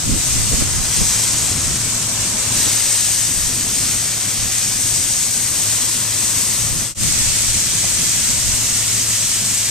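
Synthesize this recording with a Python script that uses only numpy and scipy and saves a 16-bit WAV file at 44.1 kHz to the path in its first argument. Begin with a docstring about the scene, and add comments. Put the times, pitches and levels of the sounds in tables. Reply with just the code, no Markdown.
"""Fire hose on a burning vehicle

Outdoors, close to a small stereo camera, a jet of water hisses and its drops spatter on the pavement,
over the rumble of flames and a running pump engine. Gusts buffet the two microphone ports.
Near seven seconds the whole sound fades out and straight back in; one light tap follows."""
import sys
import numpy as np
from scipy import signal
from scipy.fft import rfft, irfft, next_fast_len
from scipy.io import wavfile
from scipy.ndimage import uniform_filter1d

SR = 44100
rng = np.random.default_rng(int(sys.argv[2]) if len(sys.argv) > 2 else 0)


def pcm_store(signal):
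    """Save signal as 16-bit PCM."""
    levels = np.round(np.clip(np.atleast_2d(signal), -1, 1) * 32767)
    wavfile.write(sys.argv[1], SR, levels.astype(np.int16).T)


N = 427769
SIZE = next_fast_len(N)
TIME, FREQ = np.arange(N) / SR, np.fft.rfftfreq(SIZE, 1 / SR)

# the water between sweeps, nearer after the fade: (time [s], relative hiss [dB], relative splash [dB])
WATER_LEVELS = [(0, -19.5, -31), (0.8, -19, -30), (2.05, -19, -30.5), (2.7, -18, -28), (3.3, -17.5, -30.5),
                (4.4, -19, -29.5), (5.35, -17, -31), (5.8, -18, -29.5), (6.85, -20, -32), (7.03, -15, -26),
                (8.3, -15.5, -26.5), (9.7, -16.5, -27)]


def gain_of(db):
    """Decibels to amplitude."""
    return 10 ** (np.asarray(db) / 20)


def evened(x):
    """Scales to rms 1."""
    return x / np.sqrt(np.mean(x ** 2) + 1e-20)


def read(points, hz):
    """A spectrum table at the given frequencies."""
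    f, value = np.transpose(points)
    return np.interp(np.log(hz + 1), np.log(f), value)


def follow(rows):
    """Each column of an envelope table at every sample."""
    times, *columns = np.vstack(rows).T
    return [np.interp(TIME, times, c) for c in columns]


def filtered(x, response):
    """Passes x through a frequency response."""
    return irfft(rfft(x, SIZE) * response, SIZE)[..., :N]


def coloured(x, spectrum):
    """Gives x the colour of a spectrum table, at rms 1."""
    return evened(filtered(x, gain_of(read(spectrum, FREQ))))


def drift(hz):
    """Random modulation of rms 1, rolling off above hz."""
    return evened(filtered(rng.standard_normal(N), (FREQ > 1) / (1 + (FREQ / hz) ** 4)))


def drops(per_s, spread_db, share):
    """Countless tiny impacts merge into noise; separate larger drops carry a share of the power."""
    size = gain_of(spread_db * np.minimum(rng.exponential(1, (2, N)), 4))
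    hits = size * rng.choice([-1, 1], (2, N)) * (rng.random((2, N)) < per_s / SR)
    return np.sqrt(share) * evened(hits) + np.sqrt(1 - share) * rng.standard_normal((2, N))


def jet(swell_db, flutter):
    """The jet breaks up into a grainy hiss of drops and a fizz of fine mist."""
    # colours of the drops and of the mist: (frequency [Hz], level [dB])
    hiss_colour = [(1500, -17.5), (3500, -4), (5000, 3), (6500, 4), (8200, 1), (9500, -1.5), (12000, -6),
                   (14500, -5.5)]
    mist_colour = [(5000, -40), (8000, -2), (10000, -5), (12000, -1), (14500, 2.5)]
    # the mist against the hiss: (time [s], relative level [dB])
    mist_levels = [(0, -6.5), (2.3, -9), (2.6, -4), (5.2, -4.5), (5.7, -3), (6.8, -2), (7.05, -6),
                   (8.3, -4), (9.7, -2.5)]
    hiss_db, _ = follow(WATER_LEVELS)
    hiss = coloured(drops(per_s=5000, spread_db=6, share=0.18), hiss_colour)
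    mist = coloured(rng.standard_normal((2, N)), mist_colour) * gain_of(follow(mist_levels)[0])
    return (hiss + mist) * gain_of(hiss_db + swell_db - 11 + 0.3 * flutter)


def splash(swell_db, flutter):
    """Drops spatter on the ground, swelling a little less than the jet."""
    # upper-mid spatter: (frequency [Hz], level [dB])
    colour = [(700, -20), (1400, -8), (1900, -1.5), (3000, -0.5), (4000, -1), (6000, -5.5), (12000, -36)]
    _, splash_db = follow(WATER_LEVELS)
    spatter = coloured(drops(per_s=1800, spread_db=0, share=0.22), colour)
    return spatter * gain_of(splash_db + 0.71 * swell_db - 1 + 0.37 * flutter)


def runoff():
    """Water runs over the pavement in a low wash."""
    # body of the wash: (frequency [Hz], level [dB])
    colour = [(150, -1), (330, -0.5), (480, -2.5), (630, -0.5), (850, -1), (1050, 0), (1300, -2),
              (1600, -3.5), (2500, -9.5), (6000, -19.5)]
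    # its ebb and flow: (time [s], relative level [dB])
    levels = [(0, -38), (1.5, -34.5), (1.8, -37), (2.58, -34.5), (3.2, -39.5), (3.65, -37.5), (5.35, -40.5),
              (5.6, -37), (9.7, -39)]
    wash = coloured(drops(per_s=700, spread_db=2, share=0.19), colour)
    return wash * gain_of(follow(levels)[0] + 2)


def sweeps():
    """The swell in dB as the jet swings towards the microphone and away."""
    # (peak time [s], swell [dB], rise [s], ebb [s])
    swings = [(0.28, 3, 0.081, 0.22), (0.57, 2.5, 0.052, 0.063), (0.97, 4, 0.074, 0.58),
              (2.58, 3, 0.051, 0.44), (3.04, 2, 0.2, 0.24), (3.82, 2, 0.11, 0.17), (4.54, 2, 0.049, 0.1),
              (4.88, 2, 0.21, 0.29), (5.66, 1.8, 0.12, 0.24), (6.32, 3, 0.16, 0.48)]
    return sum(db * np.exp(-((TIME - s) / np.where(TIME < s, rise, ebb)) ** 2)
               for s, db, rise, ebb in swings)


def reflections(water, echo_db, longest_ms, sway, count):
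    """Wet ground and vehicle panels return the spray a moment later; the paths wander as the hose swings."""
    echoes = np.zeros_like(water)
    for path_ms in np.geomspace(1, longest_ms, count):
        swing = np.interp(TIME, np.arange(11), rng.standard_normal(11))  # a new position each second
        delay_s = path_ms / 1000 * np.exp(sway * swing)
        earlier = np.maximum(np.round((TIME - delay_s) * SR), 0).astype(int)
        echoes += rng.choice([-1, 1]) * water[:, earlier]
    return water + gain_of(echo_db) * echoes / np.sqrt(count)


def spray_image(water, patchy_db, scatter_ms):
    """The jet is one moving source, the scattered drops a wide one a little to the right."""
    # where the jet points: (time [s], left minus right [dB], direct share [0-1])
    aim = [(0.6, 0.35, 0.18), (1.05, 0.2, 0.66), (1.6, 0, 0.62), (1.9, -0.2, 0.1), (2.45, 0, 0.16),
           (2.7, 0.3, 0.67), (6.8, 0.5, 0.5), (7.1, -0.7, 0), (9.7, -1, 0.48)]
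    # how alike direct and scattered spray are at the two ports: (frequency [Hz], coherence [0-1])
    direct_coherence = [(200, 0.84), (7800, 0.97), (9500, 0), (14000, 0.2)]
    scatter_coherence = [(200, 0.98), (700, 0.9), (1700, 0.68), (2600, 0.59), (3400, 0.2), (5000, 0),
                         (14000, 0)]
    hz, frame_s, (left, right) = signal.stft(water, SR, nperseg=512)
    hz = hz[:, None]
    times, *columns = np.transpose(aim)
    pan_db, focus = (np.interp(frame_s, times, c) for c in columns)
    delay_ms = 0.0065 - 0.04 * pan_db  # the left port hears the jet sooner as it moves left
    phase_per_ms = -2j * np.pi * hz / 1000
    direct = np.clip(focus * read(direct_coherence, hz), 0, 1)
    scattered = (1 - direct) * np.clip(read(scatter_coherence, hz), 0, 1)
    likeness = direct * np.exp(phase_per_ms * delay_ms) + scattered * np.exp(phase_per_ms * scatter_ms)
    left = likeness * right + np.sqrt(np.maximum(1 - abs(likeness) ** 2, 0)) * left
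    panned = np.array([left * gain_of(pan_db / 2), right * gain_of(-pan_db / 2)])
    # clumps of water light up changing patches of the spectrum, 4 bins by 8 frames
    patches = uniform_filter1d(rng.standard_normal(left.shape), 4, axis=0)
    patches = evened(uniform_filter1d(patches, 8, axis=1))
    return signal.istft(panned * gain_of(patchy_db * patches), nperseg=512)[1][:, :N]


def hose():
    """All the water, placed in stereo; uneven flow makes hiss and splash flutter together."""
    swell_db = sweeps() + 0.36 * drift(hz=7.5)  # the nozzle shakes in the hands
    flutter = drift(hz=34.8)
    water = jet(swell_db, flutter) + splash(swell_db, flutter) + runoff()
    water = reflections(water, echo_db=-15, longest_ms=12, sway=0.14, count=10)
    return spray_image(water, patchy_db=0.83, scatter_ms=0.03)


def fire():
    """Flames billow with a dull, lumpy roar, the same at both ports."""
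    # bass-heavy roar: (frequency [Hz], level [dB])
    colour = [(20, -1), (60, -1.5), (100, 1.5), (135, 0), (180, -3.5), (240, -4), (320, -11), (450, -17),
              (900, -37), (3000, -72)]
    # surges of the flames: (time [s], relative level [dB])
    surges = [(1.25, -40), (1.66, -32.5), (1.95, -36.5), (2.6, -36.5), (2.95, -42.5), (3.7, -34),
              (4.4, -43), (4.87, -36), (5.3, -41), (8.5, -37.5), (9.2, -40)]
    roar = coloured(rng.standard_normal(N), colour)
    return roar * gain_of(follow(surges)[0] + 5.5 + 2 * drift(hz=24.3))


def pump_engine():
    """The pump engine drones, wavering in speed and strength, with a faint whine above."""
    # the engine's strength: (time [s], relative drone [dB], relative whine [dB])
    levels = [(0, -46, -60), (1.7, -35.5, -62), (2.6, -35, -66), (3.05, -41.5, -67), (4.3, -38, -54),
              (5.3, -41, -53), (6.3, -36.5, -65), (7.1, -34, -64), (8.1, -38.5, -68), (8.8, -33, -53),
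              (9.7, -36.5, -63)]
    # tones of the drone: (frequency [Hz], relative level [dB])
    tones = [(111.5, 0.5), (73, -23), (188.2, -15.5)]
    drone_db, whine_db = follow(levels)
    waver = drift(hz=13.4)
    engine_time = np.cumsum(1 + 0.029 * waver) / SR
    drone = sum(gain_of(db + 2.2 * drift(hz=7)) * np.sin(2 * np.pi * hz * engine_time)
                for hz, db in tones)
    whine_hz = 765 * (1 + 0.006 * waver)
    whine = np.sin(2 * np.pi * np.cumsum(whine_hz) / SR)
    return np.sqrt(2) * (gain_of(drone_db + 0.2) * drone + gain_of(whine_db + 1.5) * whine)


def wind():
    """Eddies hit each port separately; gusts swell out of the breeze, sudden ones reaching higher."""
    # rumble of air on the microphone: (frequency [Hz], level [dB])
    colour = [(8, -18), (25, 0), (45, 1), (80, -1.5), (140, -2), (250, -15.5), (500, -33), (2000, -70)]
    # the bed of breeze: (time [s], relative level [dB])
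    breeze = [(0, -32), (1.4, -33.5), (2, -43), (2.7, -39), (3.1, -44), (4.5, -43), (6.3, -48), (7.1, -33),
              (8.6, -34), (9.7, -50)]
    # gusts and buffets: (peak time [s], relative level [dB], half-length [s], upper edge [Hz])
    gusts = [(0.115, -15, 0.09, 216), (0.163, -26, 0.017, 362.4), (0.37, -19, 0.095, 150),
             (0.533, -24, 0.036, 520), (0.576, -20, 0.22, 175), (0.622, -17.5, 0.012, 480),
             (0.767, -20, 0.12, 110), (1.01, -18.5, 0.073, 170), (1.019, -14, 0.016, 260),
             (1.677, -24, 0.061, 130), (2.674, -26, 0.018, 500), (3.42, -24.5, 0.11, 115),
             (4.43, -23.5, 0.08, 130), (6.706, -25, 0.2, 139), (7.03, -20.5, 0.16, 193),
             (7.24, -24, 0.14, 110), (7.5, -23.5, 0.067, 110), (8.3, -26, 0.047, 80),
             (8.5, -22.5, 0.096, 95)]
    air = coloured(rng.standard_normal((2, N)), colour)
    air *= gain_of(follow(breeze)[0] + 2.2 * drift(hz=14))
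    for s, db, half_s, edge_hz in gusts:
        eddy = evened(filtered(rng.standard_normal((2, N)), 1 / (1 + (FREQ / edge_hz) ** 3)))
        air += gain_of(db) * eddy * np.exp(-2 * ((TIME - s) / half_s) ** 2)
    return air * gain_of([[-0.5], [0.8]])  # a little stronger on the right


def tap(at_s, db, hz, decay_s):
    """One light, hollow tap close by."""
    knock = evened(filtered(rng.standard_normal(N), (FREQ / hz) / (1 + (FREQ / hz) ** 5)))
    since = TIME - at_s
    return gain_of(db) * knock * (since > 0) * np.exp(-abs(since) / decay_s)


def scene():
    """Water, fire, engine, moving air and one tap."""
    return hose() + fire() + pump_engine() + wind() + tap(at_s=7.842, db=-21, hz=730, decay_s=0.0065)


def record(dry):
    """Each port rings at its own pitch and loses bass; then the brief fade, soft clip and band limit."""
    # port cavities, left then right: (resonance [Hz], width [Hz], tilt above [dB/octave], bass cut [Hz])
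    ports = [(8276, 900, 16, 57), (6890, 1610, -3, 12)]
    # the quick fade out and back in: (time [s], gain [0-1])
    fade = [(6.84, 1), (6.9, 0.45), (6.944, 0.0067), (6.975, 0.29), (7.04, 0.92)]
    responses = []
    for hz, width, tilt_db, cut_hz in ports:
        cavity = 1 / (1 - (FREQ / hz) ** 2 + 1j * FREQ * width / hz ** 2)
        treble = gain_of(tilt_db * np.log2(np.maximum(FREQ / hz, 1)))
        bass = 1j * FREQ / (1j * FREQ + cut_hz)
        responses.append(cavity * treble * bass)
    heard = filtered(dry, np.array(responses)) * follow(fade)[0]
    heard = heard / (1 + (heard / 0.88) ** 8) ** (1 / 8)  # rounds off the highest peaks
    low_pass = signal.firwin(801, cutoff=14230, window=("kaiser", 9), fs=SR)
    return signal.oaconvolve(heard, low_pass[None], "same")


dry = scene()
out = record(dry)
pcm_store(out)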